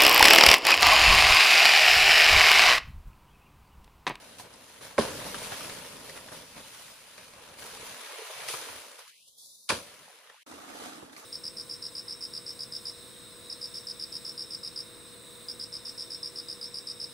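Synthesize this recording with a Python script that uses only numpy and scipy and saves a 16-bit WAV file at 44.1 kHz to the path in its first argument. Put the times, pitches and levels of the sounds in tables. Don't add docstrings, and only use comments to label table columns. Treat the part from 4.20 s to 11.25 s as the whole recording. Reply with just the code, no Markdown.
import sys
import numpy as np
from scipy import signal
from scipy.io import wavfile
from scipy.ndimage import uniform_filter1d

SR = 44100
rng = np.random.default_rng(int(sys.argv[2]) if len(sys.argv) > 2 else 0)


def put_to_file(sound):
    columns = np.atleast_2d(sound).T
    safe = np.clip(columns, -1, 1)
    whole_steps = np.round(safe * 32767)
    wavfile.write(sys.argv[1], SR, whole_steps.astype(np.int16))


N = 310889

# start_s, knock_db, tilt_db_per_octave, crunch_db, crunch_t60_s
BLADE_JOLTS = [(0.7804, -18, 13.5, -27, 0.05), (0.7842, -13, 0, -25, 0.44), (0.7893, -20.5, -4, -23, 0.22),
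               (5.49, -41, 19, -21.5, 0.053), (5.4945, -29, 6, -17, 0.13), (5.5036, -16, 12.5, -25.5, 0.33),
               (5.52, -29, -4, -33, 0.38)]
# pitch_hz, level_db, t60_s
TRUNK_MODES = [(88, -17.5, 0.12), (188.4, -10, .09), (225, -6, 0.08), (402, -1.5, 0.056), (460, 3, 0.065),
               (590, 7, 0.028), (853, -4, 0.065), (1090, 1.5, 0.026), (1300, -8.5, .02), (1480, 1, 0.017),
               (1873, -10.5, 0.027), (2240, -3, 0.011), (4200, -17.5, 0.0024)]


def chop(knock_db, tilt_db, crunch_db, crunch_t60_s):
    t = np.arange(12000) / SR
    push_s = 0.00046
    push = np.sin(np.pi * np.clip(t / push_s, 0, 1)) ** 2
    grains = amp(4 * rng.standard_normal(len(t) // 40)).repeat(40)
    envelope = np.minimum(t / 0.001, 1) * amp(-60 * t / crunch_t60_s)
    tear = rng.standard_normal((2, len(t))) * grains * envelope
    struck = [(hz, db + tilt_db * np.log2(hz / 500), t60) for hz, db, t60 in TRUNK_MODES]
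    damped = [(hz, db + 3.06 * np.log2(hz / 500), 0.25 * t60) for hz, db, t60 in struck]
    knock = peaked(modes(push, struck)) * [[1], [0.8]]
    crunch = peaked(modes(tear, damped)) + amp(-0.5) * bright_tear(tear)
    return amp(knock_db) * knock + amp(crunch_db) * crunch


# start_s, level_db, pitch_hz, crack_db (bright crack over the body)
TWIG_SNAPS = [(0.196, -33, 920, -15), (0.337, -40.5, 910, 6), (0.499, -42.5, 920, -4),
              (0.609, -36, 610, -6), (0.636, -43, 1500, -3), (0.705, -41, 1940, -7), (1.064, -28, 700, -1),
              (1.143, -21.5, 1560, -6), (1.319, -24, 740, -13), (1.406, -32, 1360, -13),
              (1.444, -30, 1380, -5), (1.495, -26, 2090, -16), (1.894, -30.5, 2220, -5),
              (2.084, -35.5, 1750, -17), (2.119, -33.5, 587, -15), (2.362, -36, 2160, -12),
              (2.978, -33.5, 2120, -23), (3.385, -34, 2290, -18), (3.423, -34, 1590, -8),
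              (4.285, -23.5, 2520, 1.5), (4.338, -23.5, 1290, -4), (4.413, -37, 1172, 12.5),
              (4.486, -30, 1267, -10), (4.79, -40.5, 1180, 6), (5.076, -52.5, 2750, 0),
              (5.171, -44, 760, -6.5), (6.07, -42, 1690, -17), (6.097, -36.5, 1760, -16),
              (6.321, -34, 990, -7), (6.825, -33.5, 484, -18), (6.895, -42, 1790, -22),
              (6.929, -38.5, 1900, -18), (6.963, -34, 2360, -26)]


def snap(level_db, pitch_hz, crack_db, tear_t60_s=0.052):
    t = np.arange(3000) / SR
    tear = rng.standard_normal((2, len(t))) * amp(-60 * t / tear_t60_s)
    tear[:, :80] *= 0.3
    tear[:, 80:82] = [8.0, -6.0]
    body = ring(tear, pitch_hz, 8 / pitch_hz)
    body = body + 0.7 * ring(tear, 1.9 * pitch_hz, 5 / pitch_hz)
    return amp(level_db - 3.5) * (peaked(body) + amp(crack_db) * bright_tear(tear))


# pitch_hz, level_db, t60_s
TEAR_MODES = [(4700, -6.5, 0.0012), (9950, -13, 0.0022)]


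def bright_tear(tear):
    return peaked(modes(tear, TEAR_MODES))


# start_s, hiss_db (leaves), scrape_db (fronds, over hiss), rumble_db (trunk, over hiss)
CROWN_SAG = [(0, -55.5, -1.5, -5), (0.28, -61.5, 0.5, 0.5), (0.5, -57, -4.5, -6), (0.76, -58, -0.5, -4),
             (0.82, -46, -1.5, 1), (1.45, -45, -3, -7), (1.8, -52.5, -2.5, -3), (2.3, -55.5, -2.5, -4),
             (2.62, -51, -5.5, -13), (2.82, -56.5, -3, -13), (3.37, -58.5, 1.5, -1), (3.395, -53, 0, -6),
             (4.24, -48, 2.5, -13.5), (4.5, -47, -3, -8), (4.95, -64, 1, -11), (5.15, -63, -10.5, 1.5),
             (5.7, -56.5, -2, -8.5), (6.2, -66.5, 5, -11), (6.274, -59.5, 3.5, 3), (6.46, -60, 7.5, -2),
             (6.66, -53, 5, -2.5), (6.92, -67.5, 6, 7), (7.04, -63.5, 8, -24)]
# start_s, length_s, hiss_db, scrape_db (over hiss),
# rumble_db (over hiss)
LEAF_SWISHES = [(0.178, 0.067, -45.5, -13, -26), (0.232, 0.045, -60, 7, 6), (0.605, .16, -49.5, -3, -8),
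                (1.054, 0.083, -44, -10, -12), (1.224, .06, -41, -3, -21), (1.304, 0.06, -51, 10.5, -16),
                (1.83, 0.24, -53, -13, -4), (1.94, 0.079, -54, 3.5, -3), (2.103, 0.16, -50.5, -2, -2.5),
                (2.351, .09, -55.5, 4, 5.5), (2.965, 0.14, -59.5, 1.5, -4), (3.37, 0.31, -50.5, -18, -24),
                (3.63, 0.15, -48.5, -16, -11.5), (4.268, 0.17, -38.5, -10.5, -32),
                (4.778, 0.068, -53.5, -1, -28), (4.86, 0.058, -55, -5, -6), (5.064, .04, -53.5, -13, -1),
                (5.167, 0.35, -53.5, -6.5, -13.5), (5.492, 0.16, -43.5, -13, -8.5),
                (6.92, .03, -53, -10, -14), (6.962, 0.083, -52.5, -1.5, -21)]


def stirring(column, rise_s=0.022, fade_db=15.5):
    now = np.arange(N) / SR
    sag_db = curve(CROWN_SAG)
    if column > 0:
        sag_db = sag_db + curve(CROWN_SAG, column=column + 1)
    power = amp(2 * sag_db)
    for start_s, length_s, hiss_db, *over_db in LEAF_SWISHES:
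        first = round(start_s * SR)
        age = now[first:][:round(3 * length_s * SR)] - start_s
        swish_db = hiss_db + [0, *over_db][column] - fade_db * (age / length_s) ** 2
        swish = np.clip(age / rise_s, 0, 1) * amp(swish_db)
        power[first:][:len(age)] += swish ** 2
    return 10 * np.log10(power)


# pitch_hz, level_db (per Hz)
FAR_LEAVES = [(18, -42), (30, -22.5), (86, -14), (280, -12), (336, -17), (554, 0.5), (740, -6), (937, 2),
              (1100, 0), (1540, 0.5), (8300, -6), (9970, -2), (12000, -8.5), (14800, -13.5), (16000, -39)]
NEAR_LEAVES = [(18, -65), (30, -47), (66, -21), (127, -25.5), (303, -5), (384, -19), (889, -8.5),
               (988, -17), (1160, -10.5), (2350, -19), (9970, -13.5), (14400, -23.5), (16000, -38)]


def rustle(patchy_db=1.26, crackle_db=-4, crackles_per_s=900, split_hz=(350, 3500)):
    sizes = amp(3.5 * np.minimum(rng.exponential(1, N), 3.5))
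    starts = sizes * (rng.random(N) < crackles_per_s / SR)
    decay = np.exp(-np.arange(400) / (0.0019 * SR))
    crackle = evened(signal.oaconvolve(starts, decay)[:N])
    drive = rng.standard_normal((2, N)) * np.sqrt(1 + amp(2 * crackle_db) * crackle ** 2)

    hz, t, z = signal.stft(drive, SR, nperseg=1024, noverlap=768)
    patches = uniform_filter1d(rng.standard_normal(z.shape[1:]), 12, 0)
    patches = uniform_filter1d(patches, 10, 1)
    z = z * amp(by_view(FAR_LEAVES, NEAR_LEAVES, t, hz) + patchy_db * evened(patches))

    low, high = [1 / (1 + (edge / (hz + 1)) ** 6) for edge in split_hz]
    shares = (1 - low, low - high, high)
    near, out = np.arange(N) / SR > GAP[0], 0
    for share, column in zip(shares, (2, 1, 0)):
        banded = z * np.sqrt(abs(share))[:, None]
        layer = signal.istft(banded, SR, nperseg=1024, noverlap=768)[1][:, :N]
        layer = np.where(near, layer / layer[:, near].std(), layer / layer[:, ~near].std())
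        out = out + amp(stirring(column)) * layer
    return out


def knocks(per_s=14, level_db=-9, cycles=25):
    out = np.zeros((2, N))
    for hz in np.geomspace(450, 2600, num=12):
        taps = amp(5 * rng.standard_normal(N)) * (rng.random(N) < per_s / SR)
        side_gains = amp(3 * rng.standard_normal((2, 1)))
        out += ring(taps, hz, cycles / hz) * side_gains
    return evened(out) * amp(level_db + stirring(column=1))


# pitch_hz, t60_s
BRUSH_ECHOES = [(100, 0.17), (500, 0.34), (2000, 0.1), (8000, .25)]


def brush(x):
    taps = np.zeros((2, SR // 2))
    slots = np.arange(120, SR // 2 - 20, 20)
    at = slots + rng.integers(0, 20, (2, (SR // 2 - 121) // 20))
    np.put_along_axis(taps, at, rng.choice([-1.0, 1.0], at.shape), 1)
    hz, t, z = signal.stft(taps, SR, nperseg=256)
    fade = amp(-60 * t / read(BRUSH_ECHOES, hz)[:, None])
    tail = signal.istft(z * fade, SR, nperseg=256)[1]
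    return signal.fftconvolve(x, tail / np.linalg.norm(tail[0]), axes=1)[:, :N]


def amp(db):
    return 10 ** (np.asarray(db) / 20)


def evened(x):
    return x / np.sqrt(np.mean(x ** 2) + 1e-20)


def peaked(x):
    return x / abs(x).max()


def ring(x, hz, t60):
    r = np.exp(-np.log(1000) / (t60 * SR))
    turn = 2 * np.pi * hz / SR
    return signal.lfilter([np.sin(turn)], [1, -2 * r * np.cos(turn), r * r], x)


def modes(x, table):
    return sum((-1) ** k * amp(db) * ring(x, hz, t60) for k, (hz, db, t60) in enumerate(table))


def read(points, hz):
    f, value = np.transpose(points)
    return np.interp(np.log(hz + 1), np.log(f + 1), value)


def curve(rows, column=1):
    return np.interp(np.arange(N) / SR, *np.transpose(rows)[[0, column]])


def add(mix, start_s, sound):
    part = mix[:, round(start_s * SR):][:, :sound.shape[1]]
    part += sound[:, :part.shape[1]]


# start_s, end_s
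GAP = (6.233, 6.262)


def by_view(far, near, t, hz):
    return np.where(t > GAP[0], read(near, hz)[:, None], read(far, hz)[:, None])


# start_s, end_s, goal_hz, depth_db (below 1100 Hz),
# sink_s (time constant of sinking back)
CUT_SLIDES = [(3.687, 4.133, 420, 26, 0.96), (4.0, 4.475, 125, 27, 0.091), (4.593, 4.9, 550, 19, 0.079),
              (4.815, 5.483, 3730, 19.5, 0.18), (5.821, 6.248, 537, 10.5, 0.037),
              (6.12, 6.249, 4000, 16, 0.021)]


def low_cut(t, hz, climb_s=0.19, notch_hz=150, notch_db=15, release_s=0.023, release_hz=1220):
    treble_loss_db = 18.0 * np.clip((hz - 1100) / 400, 0, 1)
    release_lag = release_s * np.clip(1 - hz / release_hz, 0, 1)
    loss_db = 0
    for start_s, end_s, goal_hz, depth_db, sink_s in CUT_SLIDES:
        climb = 1 - np.exp(-np.clip(t - start_s, 0, end_s - start_s) / climb_s)
        sink = np.exp(-np.maximum(t - end_s, 0) / sink_s)
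        edge = goal_hz * climb * sink
        under = np.clip((edge - hz) / 15.0, 0, 1)
        strip = np.clip((hz - edge + notch_hz) / 38.0, 0, 1)
        cut_db = np.where(t < end_s + release_lag, depth_db + treble_loss_db, notch_db * strip)
        loss_db = np.maximum(loss_db, under * cut_db)
    return loss_db


def scene():
    hits = np.zeros((2, N))
    for start_s, *settings in TWIG_SNAPS:
        add(hits, start_s, snap(*settings))
    for start_s, *settings in BLADE_JOLTS:
        add(hits, start_s, chop(*settings))
    bass_cut = signal.butter(4, 65, "high", fs=SR, output="sos")
    hits = signal.sosfilt(bass_cut, hits)
    return hits + amp(-11.5) * brush(hits) + rustle() + knocks()


# pitch_hz, left_over_right_db
FAR_PAN = [(60, -0.5), (380, -1), (2380, 0.5), (15000, 0.79)]
NEAR_PAN = [(60, 2), (950, -3.5), (15000, 2)]
# pitch_hz, likeness (0 unrelated to 1 alike)
FAR_SAME = [(150, 0.97), (500, 0.55), (2000, 0.49), (4500, 0.13), (8000, 0.24), (15000, 0.8)]
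NEAR_SAME = [(180, 1), (550, 0.39), (2000, 0.057), (15000, 0.4)]
# pitch_hz, lead_rad
FAR_LEAD = [(0, 0), (4310, 0.2), (5430, -1.5), (7750, 3.8), (9220, 1.3), (13400, -5.6), (14400, -6.4),
            (15200, -9.2), (16000, -9.5)]
NEAR_LEAD = [(0, 0), (690, -0.9), (1460, -7.6), (4130, -11.5), (7490, -2.4), (9220, -4.9), (16000, -16.1)]


def record(dry):
    hz, t, (a, b) = signal.stft(dry, SR, nperseg=1024, noverlap=896)
    same = np.clip(by_view(FAR_SAME, NEAR_SAME, t, hz), 0, 1)
    pan = amp(by_view(FAR_PAN, NEAR_PAN, t, hz) / 2)
    lag = np.exp(-1j * by_view(FAR_LEAD, NEAR_LEAD, t, hz))
    right = (same * a + np.sqrt(1 - same ** 2) * b) * lag
    ports = np.array([a * pan, right / pan]) * amp(-low_cut(t, hz[:, None]))
    wet = signal.istft(ports, SR, nperseg=1024, noverlap=896)[1][:, :N]

    start_s, end_s = GAP
    gate_s = [start_s - 0.001, start_s, start_s + 0.011, end_s - 0.006, end_s, end_s + 0.0037]
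    gate = np.interp(np.arange(N) / SR, gate_s, amp([1.5, -25, -34.5, -60, -27, 3]))
    lowpass = signal.firwin(511, 15500, window=("kaiser", 9), fs=SR)
    return signal.oaconvolve(wet * gate, lowpass[None], "same")


dry = scene()
out = record(dry)
put_to_file(out)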